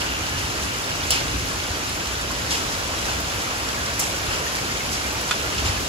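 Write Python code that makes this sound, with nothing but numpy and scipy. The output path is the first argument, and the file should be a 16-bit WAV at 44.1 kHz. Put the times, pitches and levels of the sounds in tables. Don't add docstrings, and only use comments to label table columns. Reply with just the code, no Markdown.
import sys
import numpy as np
from scipy import signal
from scipy.fft import rfft, irfft, next_fast_len
from scipy.io import wavfile
from scipy.ndimage import uniform_filter1d, map_coordinates

SR = 44100
rng = np.random.default_rng(int(sys.argv[2]) if len(sys.argv) > 2 else 0)


def log_audio(samples):
    frames = np.atleast_2d(samples).T
    limited = np.clip(frames, -1, 1)
    pcm = np.round(limited * 32767).astype(np.int16)
    wavfile.write(sys.argv[1], SR, pcm)


N = 259308

PORT_LAG = .000275
TOP_HZ = 15750

# time_s, lawn_share
FACING = [(0, 0.021), (.9, 0.6), (2, 0.84), (3.2, 1), (5.88, 0.75)]


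def amp(db):
    return 10 ** (np.asarray(db) / 20)


def unit(x):
    return x / np.sqrt(np.mean(x ** 2) + 1e-20)


def along(points, hz):
    f, v = np.transpose(points)
    return np.interp(np.log(hz + 1), np.log(f + 1), v)


def curve(rows):
    return np.interp(np.arange(N) / SR, *np.transpose(rows))


def wobble(rate):
    knots = rng.standard_normal(int(N * rate / SR) + 4)
    return map_coordinates(knots, [np.arange(N) * rate / SR])


def filtered(x, response):
    n = x.shape[-1]
    m = next_fast_len(n + 8192)
    return irfft(rfft(x, m) * response(np.fft.rfftfreq(m, 1 / SR)), m)[..., :n]


def add(track, s, sound):
    part = track[..., max(round(s * SR), 0):][..., :sound.shape[-1]]
    part += sound[..., :part.shape[-1]]


def fade(t, t60):
    return np.exp(-np.log(1000) * t / t60)


def burst(t, rise, t60):
    return (1 - np.exp(-t / rise)) * fade(t, t60)


def band(centre_hz, octaves):
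    return lambda hz: np.exp(-.5 * (np.log2((hz + 1) / centre_hz) / octaves) ** 2)


def ports(pair):
    # frequency_hz, likeness (0-1)
    alike = [(100, 0.8), (300, 0.76), (700, 0.35), (1200, 0.45), (1700, 0.52), (2250, 0.06), (3100, 0.3),
             (4500, 0.15), (5800, 0.05), (7000, 0.5), (9000, 0.95), (10500, 0.65), (13000, 0.95),
             (15000, 0.5)]
    turn = lambda hz: np.arccos(np.clip(along(alike, hz), -1, 1)) / 2
    mid, side = filtered(pair, lambda hz: np.array([np.cos(turn(hz)), np.sin(turn(hz))]))
    left_later = lambda hz: np.exp(1j * np.pi * PORT_LAG * np.outer([-1, 1], hz))
    return filtered(np.array([mid + side, mid - side]), left_later)


def hiss(response, size):
    return unit(ports(filtered(rng.standard_normal((2, size)), response)))


def patchy(pair, depth_db, size):
    z = signal.stft(pair, nperseg=512)[2]
    field = rng.standard_normal(z.shape[1:])
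    field = uniform_filter1d(field, size=size[0], axis=0)
    field = uniform_filter1d(field, size=size[1], axis=1)
    return signal.istft(z * amp(depth_db * unit(field)), nperseg=512)[1][:, :pair.shape[1]]


def pitches(centre_hz, octaves, count):
    return np.minimum(centre_hz * 2 ** (octaves * rng.standard_normal(count)), TOP_HZ)


def impacts(times, sizes, hz, cycles, scatter):
    # frequency_hz, gain_db
    drop_colour = [(40, -50), (300, -17), (1500, 9.5), (6000, 15.5), (8500, 10.5), (12000, 11), (13800, 3),
                   (15800, -8)]
    lag = PORT_LAG * (1 - scatter * rng.exponential(size=len(times)) ** 2).clip(-1, 1)
    index = (times * SR).astype(int)[:, None] + np.arange(128)
    sides = []
    for arrival in (times + lag / 2, times - lag / 2):
        turns = np.maximum(index / SR - arrival[:, None] - PORT_LAG, 0) * hz[:, None]
        waves = sizes[:, None] * np.sin(2 * np.pi * turns) * fade(turns, cycles)
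        sides.append(np.bincount(index.ravel(), waves.ravel(), N)[:N])
    return filtered(np.array(sides), lambda hz: amp(along(drop_colour, hz)))


def wash(patchy_db):
    # frequency_hz, density_db (per Hz)
    wash_colour = [(30, -39), (90, -4.5), (200, -0.7), (300, -0.8), (900, -2), (1450, -0.2), (2050, -4.5),
                   (2800, -3.1), (3700, -7.6), (5400, -6.1), (6700, -8), (7500, -11.5), (8500, -15.5),
                   (11500, -15.5), (12500, -18), (14000, -25), (15800, -28)]
    pair = patchy(rng.standard_normal((2, N)), patchy_db, size=(4, 8))
    return unit(ports(filtered(pair, lambda hz: amp(along(wash_colour, hz)))))


def patter(centre_hz, octaves, spread_db, count):
    times = rng.uniform(0, N / SR, count)
    sizes = amp(spread_db * np.minimum(rng.exponential(size=count), 4))
    return unit(impacts(times, sizes, pitches(centre_hz, octaves, count), cycles=3.6, scatter=0.12))


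def spatters(level_db, spread_db, life, count, size):
    start = rng.uniform(0, N / SR, (count, 1))
    age = life * rng.exponential(size=(count, size))
    strength = amp(spread_db * rng.uniform(-0.23, 1, (count, 1))) * rng.uniform(0.42, 1, (count, size))
    cluster_hz = np.repeat(pitches(centre_hz=8500, octaves=0.74, count=count), size)
    hz = np.minimum(cluster_hz * 2 ** (0.28 * rng.standard_normal(count * size)), TOP_HZ)
    times = (start + age).ravel()
    return amp(level_db) * unit(impacts(times, strength.ravel(), hz, cycles=14.0, scatter=0.047))


def plinks(level_db, count):
    out, t = np.zeros((2, N)), np.arange(SR // 16) / SR
    starts = rng.uniform(0, N / SR, count)
    tones = pitches(2684, .65, count)
    places = rng.uniform(0.06, 1, (count, 3))
    for s, hz, (left, right, lag) in zip(starts, tones, places):
        turns = hz * np.maximum(t - np.array([[lag * PORT_LAG], [0]]), 0)
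        ring = np.sin(2 * np.pi * turns * (1 + .6 * t)) * fade(turns, 130)
        add(out, s, np.array([[left], [right]]) * ring)
    return amp(level_db) * unit(out)


def rain():
    # time_s, level_db (relative)
    downpour = [(0.0, -31), (1.15, -30), (2.3, -30.5), (2.65, -30), (5.88, -29.5)]
    strength = amp(curve(downpour) + 0.2 * wobble(10))
    lawn = np.clip(curve(FACING), 0, 1)
    pocks = patter(centre_hz=2880, octaves=.3, spread_db=4, count=1800)
    paving = amp(-5.5) * unit(filtered(pocks, band(centre_hz=2800, octaves=0.13)))
    paving += amp(-9) * hiss(band(centre_hz=1450, octaves=0.23), N)
    grass = amp(-9.0) * hiss(band(centre_hz=585, octaves=0.94), N)
    drops = amp(-7.5) * patter(centre_hz=4300, octaves=0.75, spread_db=3.2, count=9000)
    drops += spatters(level_db=-11, spread_db=3, life=.008, count=190, size=20)
    drops += plinks(level_db=-10.5, count=330)
    far = wash(patchy_db=.9)
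    return strength * (amp(3.0) * far + drops + (1 - lawn) * paving + np.sqrt(lawn) * grass)


def air():
    # frequency_hz, density_db (per Hz)
    rumble_colour = [(12, -50), (25, -33), (35, -6), (48, -1), (64, 5), (90, -0.5), (125, -2.5), (180, -11),
                     (400, -73)]
    # crest_s, lift_db, width_s (standard deviation)
    gusts = [(0.4, 2.5, 0.08), (1.05, 2, 0.1), (1.37, 8.5, 0.085), (2.75, 2.5, 0.17), (5.68, 4.5, 0.091)]
    # start_s, level_db (before the envelope), pitch_hz
    bumps = [(1.704, -9, 79.6), (3.355, -14, 85), (4.281, -12, 79), (5.588, -14, 75), (5.658, -11, 83),
             (5.693, -9.5, 87)]
    air_db, wander_db, wander_rate = -38, 0.36, 3.93

    mid, side = filtered(rng.standard_normal((2, N)), lambda hz: amp(along(rumble_colour, hz)))
    rumble = unit(mid + amp(-16) * np.array([side, -side]))
    drone = hiss(band(centre_hz=282, octaves=0.2), N) * amp(-4 * curve(FACING))
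    t = np.arange(N) / SR
    gust_db = sum(lift_db * np.exp(-.5 * ((t - s) / width) ** 2) for s, lift_db, width in gusts)
    swell = amp(air_db + gust_db + wander_db * wobble(wander_rate))
    out = swell * (amp(2.0) * rumble + amp(-4.5) * drone)
    t = np.arange(SR // 6) / SR
    for s, level_db, pitch_hz in bumps:
        add(out, s, amp(level_db) * np.sin(2 * np.pi * pitch_hz * t) * burst(t, rise=0.0038, t60=0.05))
    return out


def splashes(mist_db, droplet_db, spread_db, count):
    # start_s, spray_db, lowest_hz (of the spray), rise_s, t60_s,
    # fall_db (drops falling back), slosh_db
    gobs = [(0.001, -25.5, 2400, .003, .3, -36, -26), (0.36, -26, 2400, .02, .35, -27, -40),
            (0.615, -26.5, 5600, .005, .25, -45, -45), (1.1055, -15.6, 2500, .001, .35, -18.5, -24),
            (1.47, -28, 4500, .008, .3, -45, -45), (2.501, -19.2, 2700, .004, .45, -26, -26),
            (2.718, -25, 2800, .005, .2, -40, -35), (3.05, -27, 5400, .004, .2, -28, -27),
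            (3.992, -19.7, 5500, .0015, .38, -28, -27), (4.3, -26, 2400, .02, .4, -27, -24),
            (4.909, -21, 4300, .018, .33, -34, -31), (5.577, -25, 2400, .004, .18, -34, -30),
            (5.642, -17.3, 2400, .02, .32, -29, -26)]
    # frequency_hz, density_db (per Hz)
    spray_colour = [(2000, 0.5), (2750, 5), (3800, -2.5), (5300, 2.5), (6300, -1.5), (7200, -0.5),
                    (8200, -3.5), (9800, -3.5), (12000, -7), (13000, -14), (15800, -28)]
    big_gob_db = -17.5
    fall_delay_s, fall_low_hz, fall_high_hz, fall_rise_s, fall_t60_s = 0.012, 2050, 4600, 0.016, 0.41
    out, t = np.zeros((2, N)), np.arange(SR // 2) / SR

    def spray(lowest_hz, highest_hz, level_db):
        def colour(hz):
            edges = (1 + (lowest_hz / (hz + 1)) ** 14) * (1 + (hz / highest_hz) ** 4)
            return amp(along(spray_colour, hz)) / np.sqrt(edges)

        n = int(count * np.clip(amp(level_db - big_gob_db), .25, 1))
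        when, strength, pitch = rng.uniform(size=(count, 3))[:n].T
        droplet_hz = lowest_hz + pitch * (TOP_HZ - lowest_hz) * .7
        droplets = impacts(when * t[-1], amp(-spread_db * strength), droplet_hz, cycles=9, scatter=.2)
        droplets = unit(filtered(droplets[:, :len(t)], colour))
        mist = unit(patchy(hiss(colour, len(t)), depth_db=3.2, size=(3, 2)))
        return amp(level_db) * (amp(mist_db) * mist + amp(droplet_db) * droplets)

    for s, spray_db, lowest_hz, rise, t60, fall_db, slosh_db in gobs:
        add(out, s, spray(lowest_hz, TOP_HZ, spray_db) * burst(t, rise, t60))
        falling = spray(fall_low_hz, fall_high_hz, fall_db)
        add(out, s + fall_delay_s, falling * burst(t, fall_rise_s, fall_t60_s))
        slosh = hiss(band(centre_hz=1000, octaves=1.0), len(t))
        add(out, s, amp(slosh_db) * slosh * burst(t, rise=0.015, t60=0.51))
    return out


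def ticks(sputter_db, impact_db):
    # start_s, level_db (relative), pitch_hz
    close_drops = [(0.267, -28, 4600), (1.601, -19, 2730), (1.893, -25, 5600), (2.1116, -29, 2290),
                   (2.3505, -23, 2930), (2.725, -27, 3600), (3.056, -31, 6000), (3.203, -23.5, 7600),
                   (3.338, -30, 7500), (4.487, -27, 2900), (4.553, -19, 5200), (4.559, -26, 4400),
                   (5.125, -27, 8000), (5.211, -22, 7500), (5.528, -21, 1820), (5.5827, -17.5, 2860),
                   (5.802, -28, 6700)]
    starts, db, hz = np.transpose(close_drops)
    out, t = np.zeros((2, N)), np.arange(SR // 16) / SR
    for start, level_db, pitch_hz in close_drops:
        sputter = hiss(band(1.4 * pitch_hz, octaves=.55), len(t))
        add(out, start, amp(level_db + sputter_db) * sputter * fade(t, t60=0.056))
    return out + impacts(starts, amp(db + impact_db), hz, cycles=13.0, scatter=0.05)


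def porch(x, t60):
    t = np.arange(SR // 5) / SR
    tail = rng.standard_normal((2, len(t))) * fade(t, t60) * (t > .004)
    return signal.fftconvolve(x, tail / np.linalg.norm(tail[0]), axes=1)[:, :N]


def snaps(centre_hz, t60):
    # start_s, level_db (before the decay)
    landings = [(1.1058, -17), (3.9935, -24), (3.9985, -22)]
    out, t = np.zeros((2, N)), np.arange(SR // 16) / SR
    for s, level_db in landings:
        add(out, s, amp(level_db) * hiss(band(centre_hz, octaves=0.44), len(t)) * fade(t, t60))
    return out


def pings():
    # start_s, level_db (before the decay), pitch_hz, t60_s
    tones = [(1.1061, -6, 7400, .004), (1.1063, -26, 7190, .12), (1.107, -22, 2950, .07),
             (1.118, -17.5, 5350, .06), (1.156, -21, 2550, .07)]
    out, t = np.zeros((2, N)), np.arange(SR // 6) / SR
    since = np.maximum(t - np.array([[PORT_LAG], [0]]), 0)
    for s, level_db, pitch_hz, t60 in tones:
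        add(out, s, amp(level_db) * np.sin(2 * np.pi * pitch_hz * since) * fade(since, t60))
    return out


def knock():
    # start_s, level_db (relative)
    blows = [(5.3096, -19.5), (5.3110, -14.5), (5.3150, -24)]
    # frequency_hz, level_db (relative), t60_s
    modes = [(1330, 0, .05), (1450, 0, .05), (1645, 1, .05), (1920, -8, .045), (2490, -1, .04),
             (2850, -6, .035), (3170, -1, .045), (3470, -1, .06), (4550, -4.5, .045), (4950, -12, .05),
             (7300, -5, .03), (7680, -7, .035)]
    out, t = np.zeros((2, N)), np.arange(SR // 6) / SR
    hz, db, t60 = np.transpose(modes)[:, :, None]
    for s, level_db in blows:
        phase = 0.55 * rng.standard_normal((2, *hz.shape))
        ring = (amp(db) * np.sin(2 * np.pi * hz * t + phase) * fade(t, t60)).sum(axis=1)
        ring *= 1 - np.exp(-t / .00015)
        noise = rng.standard_normal((2, len(t)))
        spatter = unit(filtered(noise, band(centre_hz=2700, octaves=0.95))) * fade(t, t60=0.045)
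        add(out, s, amp(level_db) * (amp(-6.5) * ring + amp(-3.5) * spatter))
    return out


def scene():
    hits = ticks(sputter_db=-9, impact_db=-6) + knock()
    bursts = splashes(mist_db=-5.7, droplet_db=-3.4, spread_db=18, count=2400)
    near = hits + amp(-6) * porch(hits, t60=0.13) + bursts + pings() + snaps(centre_hz=10800, t60=0.045)
    return (rain() + near) * amp([[-.2], [.2]]) + air()


def record(dry):
    thinned = signal.sosfilt(signal.butter(2, 26, "highpass", fs=SR, output="sos"), dry)
    return filtered(thinned, lambda hz: hz < TOP_HZ)


dry = scene()
out = record(dry)
log_audio(out)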